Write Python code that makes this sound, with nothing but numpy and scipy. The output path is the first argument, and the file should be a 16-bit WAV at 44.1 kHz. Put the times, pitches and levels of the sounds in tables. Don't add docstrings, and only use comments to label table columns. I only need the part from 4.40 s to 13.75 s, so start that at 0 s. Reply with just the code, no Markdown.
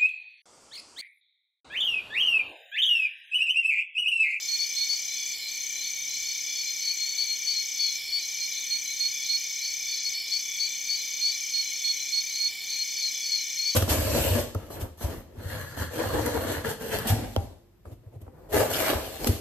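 import sys
import numpy as np
from scipy import signal
from scipy.fft import rfft, irfft, next_fast_len
from scipy.io import wavfile

SR = 44100
rng = np.random.default_rng(int(sys.argv[2]) if len(sys.argv) > 2 else 0)


def materialize(psi):
    bounded = np.clip(np.atleast_2d(psi).T, -1, 1)
    quanta = np.round(bounded * 32767).astype(np.int16)
    wavfile.write(sys.argv[1], SR, quanta)


N = 412335


def undb(db):
    return 10 ** (np.asarray(db) / 20)


def level(x, db):
    return x * undb(db) / np.sqrt(np.mean(x ** 2))


def clock(seconds=None):
    return np.arange(N if seconds is None else int(seconds * SR)) / SR


def pan(db):
    return undb(np.array([[db], [-db]]) / 2)


def add(out, s, x):
    i = int(s * SR)
    a, b = max(i, 0), min(i + x.shape[-1], N)
    if b > a:
        out[..., a:b] += x[..., a - i:b - i]


def walk(rate):
    points = rng.standard_normal(1024)
    return np.sqrt(1.5) * np.interp(clock() * rate, np.arange(len(points)), points)


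def noise(gain, side_db, comb_db=1.9):
    size = next_fast_len(N, True)
    f = np.arange(size // 2 + 1) * SR / size
    teeth = np.linspace(0, SR / 2, 700)
    ripple = np.interp(f, teeth, rng.standard_normal(len(teeth)))
    comb = undb(comb_db * f / 6000 * ripple)
    spectrum = rfft(rng.standard_normal((2, size))) * gain(f) * comb
    mid, side = irfft(spectrum, size)[:, :N]
    return level(mid + undb(side_db) * side * np.array([[1], [-1]]), 0)


def bell(hz, spread_hz):
    return lambda f: np.exp(-((f - hz) / (2 * spread_hz)) ** 2)


def colour(points):
    hz, db = np.transpose(points)
    return lambda f: undb(np.interp(np.log(f + 1), np.log(hz), db, left=-90, right=-90))


def swell(u, attack, release):
    return np.sin(np.pi / 2 * np.clip(np.minimum(u / attack, (1 - u) / release), 0, 1)) ** 2


def whistle(hz, overtone_db):
    phase = 2 * np.pi * np.cumsum(hz) / SR
    return np.sin(phase) + undb(overtone_db) * np.sin(2 * phase)


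def forest(x, t60, side_db):
    t = clock(1)
    fade = np.exp(-np.log(1000) * t / t60) * (1 - np.exp(-t / .012))
    mid, side = rng.standard_normal((2, len(t))) * fade
    echo = mid + undb(side_db) * side * np.array([[1], [-1]])
    unit_echo = echo / np.sqrt(np.sum(echo ** 2) / 2)
    return signal.fftconvolve(x[None], unit_echo, axes=1)[:, :N]


def peep(hz, length, rise_hz=62, crest=0.72):
    u = clock(length) / length
    flutter = undb(.8 * np.interp(u, np.linspace(0, 1, 12), rng.standard_normal(12)))
    shape = swell(u, attack=.19, release=.24) * flutter
    return whistle(hz - rise_hz * (1 - u / crest) ** 2, overtone_db=-29.5) * shape


FROGS = {"high": (4461, -23.7, 0.0831, 6.5), "right": (4341, -23.6, .097, -6),
         "left": (4303, -28.7, 0.0953, 8), "far right": (4343, -27.6, .1, -9.5),
         "far": (4432, -30.5, .1, -1), "farthest": (4440, -38.5, .09, -1)}
# (frog name, cold at the start [0-1], list of peep times [s])
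BOUTS = [("far right", 0, [.076, .355]), ("high", .3, [.186, .484]), ("farthest", 0, [.784, 1.065]),
         ("far", .7, [1.856, 2.145, 2.403, 2.652]), ("left", .7, [2.261, 2.575, 2.868, 3.137, 3.413]),
         ("high", 0.49, [2.468, 2.775, 3.062, 3.386, 3.715]), ("right", .9, [4.005, 4.298, 4.592, 4.884]),
         ("far", 0, [5.214, 5.472, 5.734]), ("high", 0.93, [5.645, 5.911, 6.192, 6.484, 6.838]),
         ("right", .3, [6.803, 7.129, 7.434, 7.718, 7.993]), ("far", .5, [7.93, 8.281, 8.551, 8.818]),
         ("left", .2, [8.355, 8.604, 8.9, 9.163]), ("high", 0.68, [8.909, 9.247])]
COLD_HZ, COLD_DB, COLD_SHORTER, COLD_LEFT = 85, -5, 0.38, 0.21
LEAD_S, LEAD_LENGTH_S, LEAD_DROP_HZ, LEAD_DB = .04, .055, 70, -16


def peeping_frogs(near_db=-23, leaves_db=-14, echo_db=-23, wet_slope=1.4):
    direct, scattered = np.zeros((2, N)), np.zeros(N)
    for frog, cold, onsets in BOUTS:
        hz, db, length, pan_db = FROGS[frog]
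        wet = undb(min(leaves_db + wet_slope * (near_db - db), 0))
        for s in onsets:
            pitch = hz - COLD_HZ * cold
            gain = undb(db + COLD_DB * cold) / np.hypot(1, wet)
            lead = peep(pitch - LEAD_DROP_HZ, LEAD_LENGTH_S) * undb(LEAD_DB)
            main = peep(pitch, length * (1 - COLD_SHORTER * cold))
            for start, note in ((s - LEAD_S, lead), (s, main)):
                add(direct, start, note * gain * pan(pan_db))
                add(scattered, start, note * gain * wet)
            cold *= COLD_LEFT
    leaves = forest(scattered, t60=0.23, side_db=-15)
    echo = undb(echo_db) * forest(direct.mean(axis=0), t60=0.19, side_db=-12)
    return direct + leaves + echo


# (first call [s], last call [s], level [dB])
TWO_PART_RUNS = [(.335, 1.682, -35.5), (1.926, 2.2, -41), (2.42, 4.445, -34.2), (4.838, 7.89, -34.5),
                 (8.272, 9.287, -34.2)]
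TWO_PART_PERIOD_S = .339


def two_part_frog(first_hz=4048, second_hz=4108, length=0.107, step=0.37):
    out, u = np.zeros(N), clock(length) / length
    upper = .5 + .5 * np.tanh((u - step) / .07)
    part_db = -4 * (1 - upper) - 24 * upper * (1 - upper)
    shape = swell(u, attack=.15, release=.25) * undb(part_db)
    note = whistle(first_hz + (second_hz - first_hz) * upper, overtone_db=-35) * shape
    for first, last, db in TWO_PART_RUNS:
        for s in np.linspace(first, last, round((last - first) / TWO_PART_PERIOD_S) + 1):
            add(out, s, note * undb(db + .7 * rng.standard_normal()))
    return out * pan(3.1) + undb(-6) * forest(out, t60=0.49, side_db=-20)


# (first pulse [s], last pulse [s])
TRILL_RUNS = [(.001, .923), (1.09, 3.558), (3.799, 5.726), (5.882, 8.079), (8.247, 9.339)]
# (share of the stroke [0-1], pitch before wobble [Hz], relative level [dB])
STROKE = [(0, 6730, -28), (.1, 6460, -6.5), (.32, 6262, -5.5), (.44, 6188, 1), (.55, 6080, -10),
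          (.88, 5820, -5.2), (1, 5500, -20)]
# (lag [s], level against the wing [dB], left minus right [dB])
LEAVES = [(.0037, -9, 4), (.0107, -8.5, 6), (0.014, -17.5, 1)]
RUN_START_DB, RUN_EASE_S = -5, .04


def near_cricket(length=.0205, lead=.0096, db=-35.8):
    stroke_rate = 33.65
    wing, u = np.zeros(N), clock(length) / length
    share, hz, stroke_db = np.transpose(STROKE)
    for first, last in TRILL_RUNS:
        for s in np.linspace(first, last, round((last - first) * stroke_rate) + 1):
            late, *grip = rng.standard_normal(9)
            catch = np.interp(u, np.linspace(0, 1, len(grip)), grip)
            pitch = np.interp(u, share, hz) + 110 * u ** 2 * catch
            tone = whistle(pitch, overtone_db=-42)
            effort_db = RUN_START_DB * np.exp((first - s) / RUN_EASE_S)
            gain = undb(np.interp(u, share, stroke_db) + effort_db + 1.1 * catch)
            add(wing, s - lead + .000018 * late, tone * gain)
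    out = wing * pan(7.4) + undb(-4.5) * forest(wing, t60=0.07, side_db=-2.5)
    for lag, leaf_db, pan_db in LEAVES:
        add(out, lag, wing * undb(leaf_db) * pan(pan_db))
    return level(out, db)


def low_cricket(hz=2290, fall_hz=120, scatter_hz=30, length=0.026, db=-44):
    stroke_rate = 32.4
    out, u = np.zeros(N), clock(length) / length
    shape = swell(u, attack=0.33, release=0.55)
    for k, (late, pitch) in enumerate(rng.standard_normal((int(stroke_rate * N / SR) + 1, 2))):
        pulse = whistle(hz + scatter_hz * pitch - fall_hz * (u - .5), overtone_db=-45) * shape
        add(out, k / stroke_rate + .0004 * late, pulse)
    return level(out * pan(-3.5) + undb(-4.5) * forest(out, t60=0.23, side_db=-24), db)


# (pitch [Hz], fall in a pulse [Hz], level while buzzing [dB],
# pulse rate [per s], list of runs (start [s], end [s]))
BUZZERS = [(4965, 600, -46, 72.3, [(-.1, 1.18), (1.62, 2.6), (3.02, 4.2), (4.52, 6.1), (6.42, 7.3),
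           (7.62, 8.2), (8.35, 9.1)]), (5370, 420, -43.5, 80.8, [(-.1, 0.89), (1.6, 2.51), (2.92, 4.2),
           (4.68, 6.25), (6.8, 7.9), (8.4, 9.5)])]


def buzzing_crickets(fade_s=.1, waver_hz=70, t60=.09, direct_db=-3):
    out, t = 0, clock()
    for hz, fall_hz, db, rate, runs in BUZZERS:
        playing = 0
        for a, b in runs:
            fade = fade_s / (b - a)
            playing = playing + swell((t - a) / (b - a), attack=fade, release=fade)
        u = (rate * t + .12 * walk(3)) % 1
        cycles = (hz + waver_hz * walk(60) + fall_hz * (1 - u) / 2) * u / rate
        wing = np.sin(2 * np.pi * cycles) * swell(u, attack=.3, release=.45)
        blurred = undb(direct_db) * wing + forest(wing, t60=t60, side_db=-12)
        out = out + level(blurred, db) * playing
    return out


# (centre [Hz], spread [Hz], relative level [dB])
KATYDID = [(9910, 330, -8), (11184, 190, -.5), (11880, 280, -3.5), (12600, 104, 4), (13100, 210, -2.5),
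           (14070, 450, -4), (15000, 110, -4), (15550, 130, -5)]
KATYDID_SKIP_S = 5.61


def katydid(sharpness=2.8, steady=1.0, db=-49.5):
    stroke_rate = 46.3
    t = clock()
    phase = stroke_rate * t + 0.062 * walk(11)
    strokes = steady + np.exp(sharpness * (np.cos(2 * np.pi * (phase - .55)) - 1))
    playing = 1 - .7 * np.exp(-((t - KATYDID_SKIP_S) / .022) ** 4)

    def resonances(f):
        return sum(undb(peak_db) * bell(hz, spread_hz)(f) for hz, spread_hz, peak_db in KATYDID)

    wing = noise(resonances, side_db=-31)
    return level(wing * strokes * playing * undb(0.25 * walk(3)), db)


# (start [s], end [s])
TICK_BOUTS = [(0, 1.65), (3.45, 5.08), (6.9, 8.9)]
# (time [s], level [dB])
CHIRPER = [(0, -47.5), (2.7, -48.5), (2.95, -61), (9.35, -57)]


def small_insects(tick_hz=9400, tick_db=-55.5, chirp_hz=7210):
    tick_rate, chirp_rate = 14.1, 2.345
    t = clock()
    bouts = sum(swell((t - a) / (b - a), attack=0.045, release=0.024) for a, b in TICK_BOUTS)
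    tick_place = (tick_rate * t + 0.32 * walk(1.3)) % 1
    ticks = bouts * swell(tick_place, attack=0.14, release=0.56) ** 2
    chirp_place = ((chirp_rate * t + 0.035) % 1) / 0.61
    chirp_gain = undb(np.interp(t, *np.transpose(CHIRPER)))
    chirps = swell(chirp_place, attack=0.13, release=0.29) * chirp_gain
    ticking = undb(tick_db) * ticks * noise(bell(tick_hz, 100), side_db=-1.5) * pan(3.5)
    return ticking + chirps * noise(bell(chirp_hz, 60), side_db=-28)


FALLING_FIRST_S, FALLING_PERIOD_S, FALLING_DB = .695, 1.332, -43
# (mean pitch [Hz], pitch spread [Hz], glide [Hz], length [s],
# typical level [dB], call rate [per s])
CROWDS = [(3609, 29.4, 78, 0.1454, -48, 7), (3474, 28.9, -79, 0.192, -51, 3.5),
          (4337, 75.8, 51, 0.089, -41.5, 6)]


def far_frogs(high_hz=3480, low_hz=3350, length=0.204):
    out, u = np.zeros(N), clock(length) / length
    falling = whistle(high_hz + (low_hz - high_hz) * u, overtone_db=-37)
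    falling = falling * swell(u, attack=0.26, release=0.32) * undb(FALLING_DB)
    for s in np.arange(FALLING_FIRST_S, N / SR, FALLING_PERIOD_S):
        add(out, s, falling)
    for hz, spread_hz, glide_hz, seconds, db, rate in CROWDS:
        u = clock(seconds) / seconds
        shape = swell(u, attack=0.36, release=0.26)
        for k, (late, pitch, size) in enumerate(rng.standard_normal(size=(90, 3))):
            glide = hz + spread_hz * pitch + glide_hz * (u - .5)
            note = whistle(glide, overtone_db=-45) * shape
            add(out, (k + .35 * late) / rate, note * undb(db + 2 * size))
    return undb(1.5) * out + undb(-4) * forest(out, t60=0.84, side_db=-17)


# (centre [Hz], spread [Hz], level [dB], pulse rate [per s],
# pulse depth [0-1], left minus right [dB])
CHORUS = [(1843, 69, -61.5, 31, 0.1, 0), (2296, 81, -47, 32.4, 0.45, -1.5), (2324, 102, -52, 32, 0.15, -1),
          (3060, 97, -49.5, 12, 0.1, -1), (3430, 68, -51, 19, 0.18, 1), (3602, 89, -53.5, 23, 0.3, 0.5),
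          (4260, 122, -46.5, 3.3, 0.16, 0), (5150, 290, -44.5, 41, 0.09, -0.5), (5950, 230, -48, 34, .1, 0),
          (7000, 200, -51.5, 52.5, 0.3, 3), (7683, 166, -51.5, 5.4, 0.15, -0.5),
          (8960, 590, -61, 3, 0.05, -5)]


def chorus():
    out = 0
    for hz, spread_hz, db, rate, depth, pan_db in CHORUS:
        throb = 1 + depth * np.cos(2 * np.pi * (rate * clock() + 0.17 * walk(4)))
        band = noise(bell(hz, spread_hz), side_db=min(-24 + 10 * np.log2(hz / 2300), -10))
        out = out + level(band * throb * undb(.5 * walk(3.18)), db) * pan(pan_db)
    return out


# (frequency [Hz], relative level [dB])
AIR = [(12, -45), (22, -11), (43, -9), (59, -3), (75, -2.5), (102, -0.5), (177, -4), (286, -0.5), (468, -3),
       (797, -1.5), (1600, -8.5), (2080, -27), (3520, -120)]
AIR_DB = -64.5
# (time [s], centre [Hz], spread [Hz],
# starting level [dB], decay [s])
TAPS = [(.534, 1200, 300, -52.5, .009), (4.35, 150, 70, -60, .03)]


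def background(hum_hz=75, hum_db=-77, hiss_db=-66, rush_db=-74):
    out = level(noise(colour(AIR), side_db=-20) * undb(.3 * walk(2.98)), AIR_DB)
    out += undb(rush_db) * noise(bell(395, 150), side_db=-8) * pan(2)
    out += undb(hum_db) * noise(bell(hum_hz, 2.6), side_db=-20)
    out += undb(hiss_db) * noise(bell(8400, 3300), side_db=-40)
    t = clock(0.22)
    for s, hz, spread_hz, db, decay in TAPS:
        burst = noise(bell(hz, spread_hz), side_db=-27)[:, :len(t)]
        add(out, s, burst * undb(db) * np.exp(-t / decay))
    return out


def scene():
    frogs = peeping_frogs() + two_part_frog() + far_frogs()
    insects = near_cricket() + low_cricket() + buzzing_crickets() + katydid() + small_insects()
    return frogs + insects + chorus() + background()


TOP_HZ = 15800


def record(dry):
    return signal.sosfilt(signal.ellip(12, .1, 80, TOP_HZ, fs=SR, output="sos"), dry)


dry = scene()
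out = record(dry)
materialize(out)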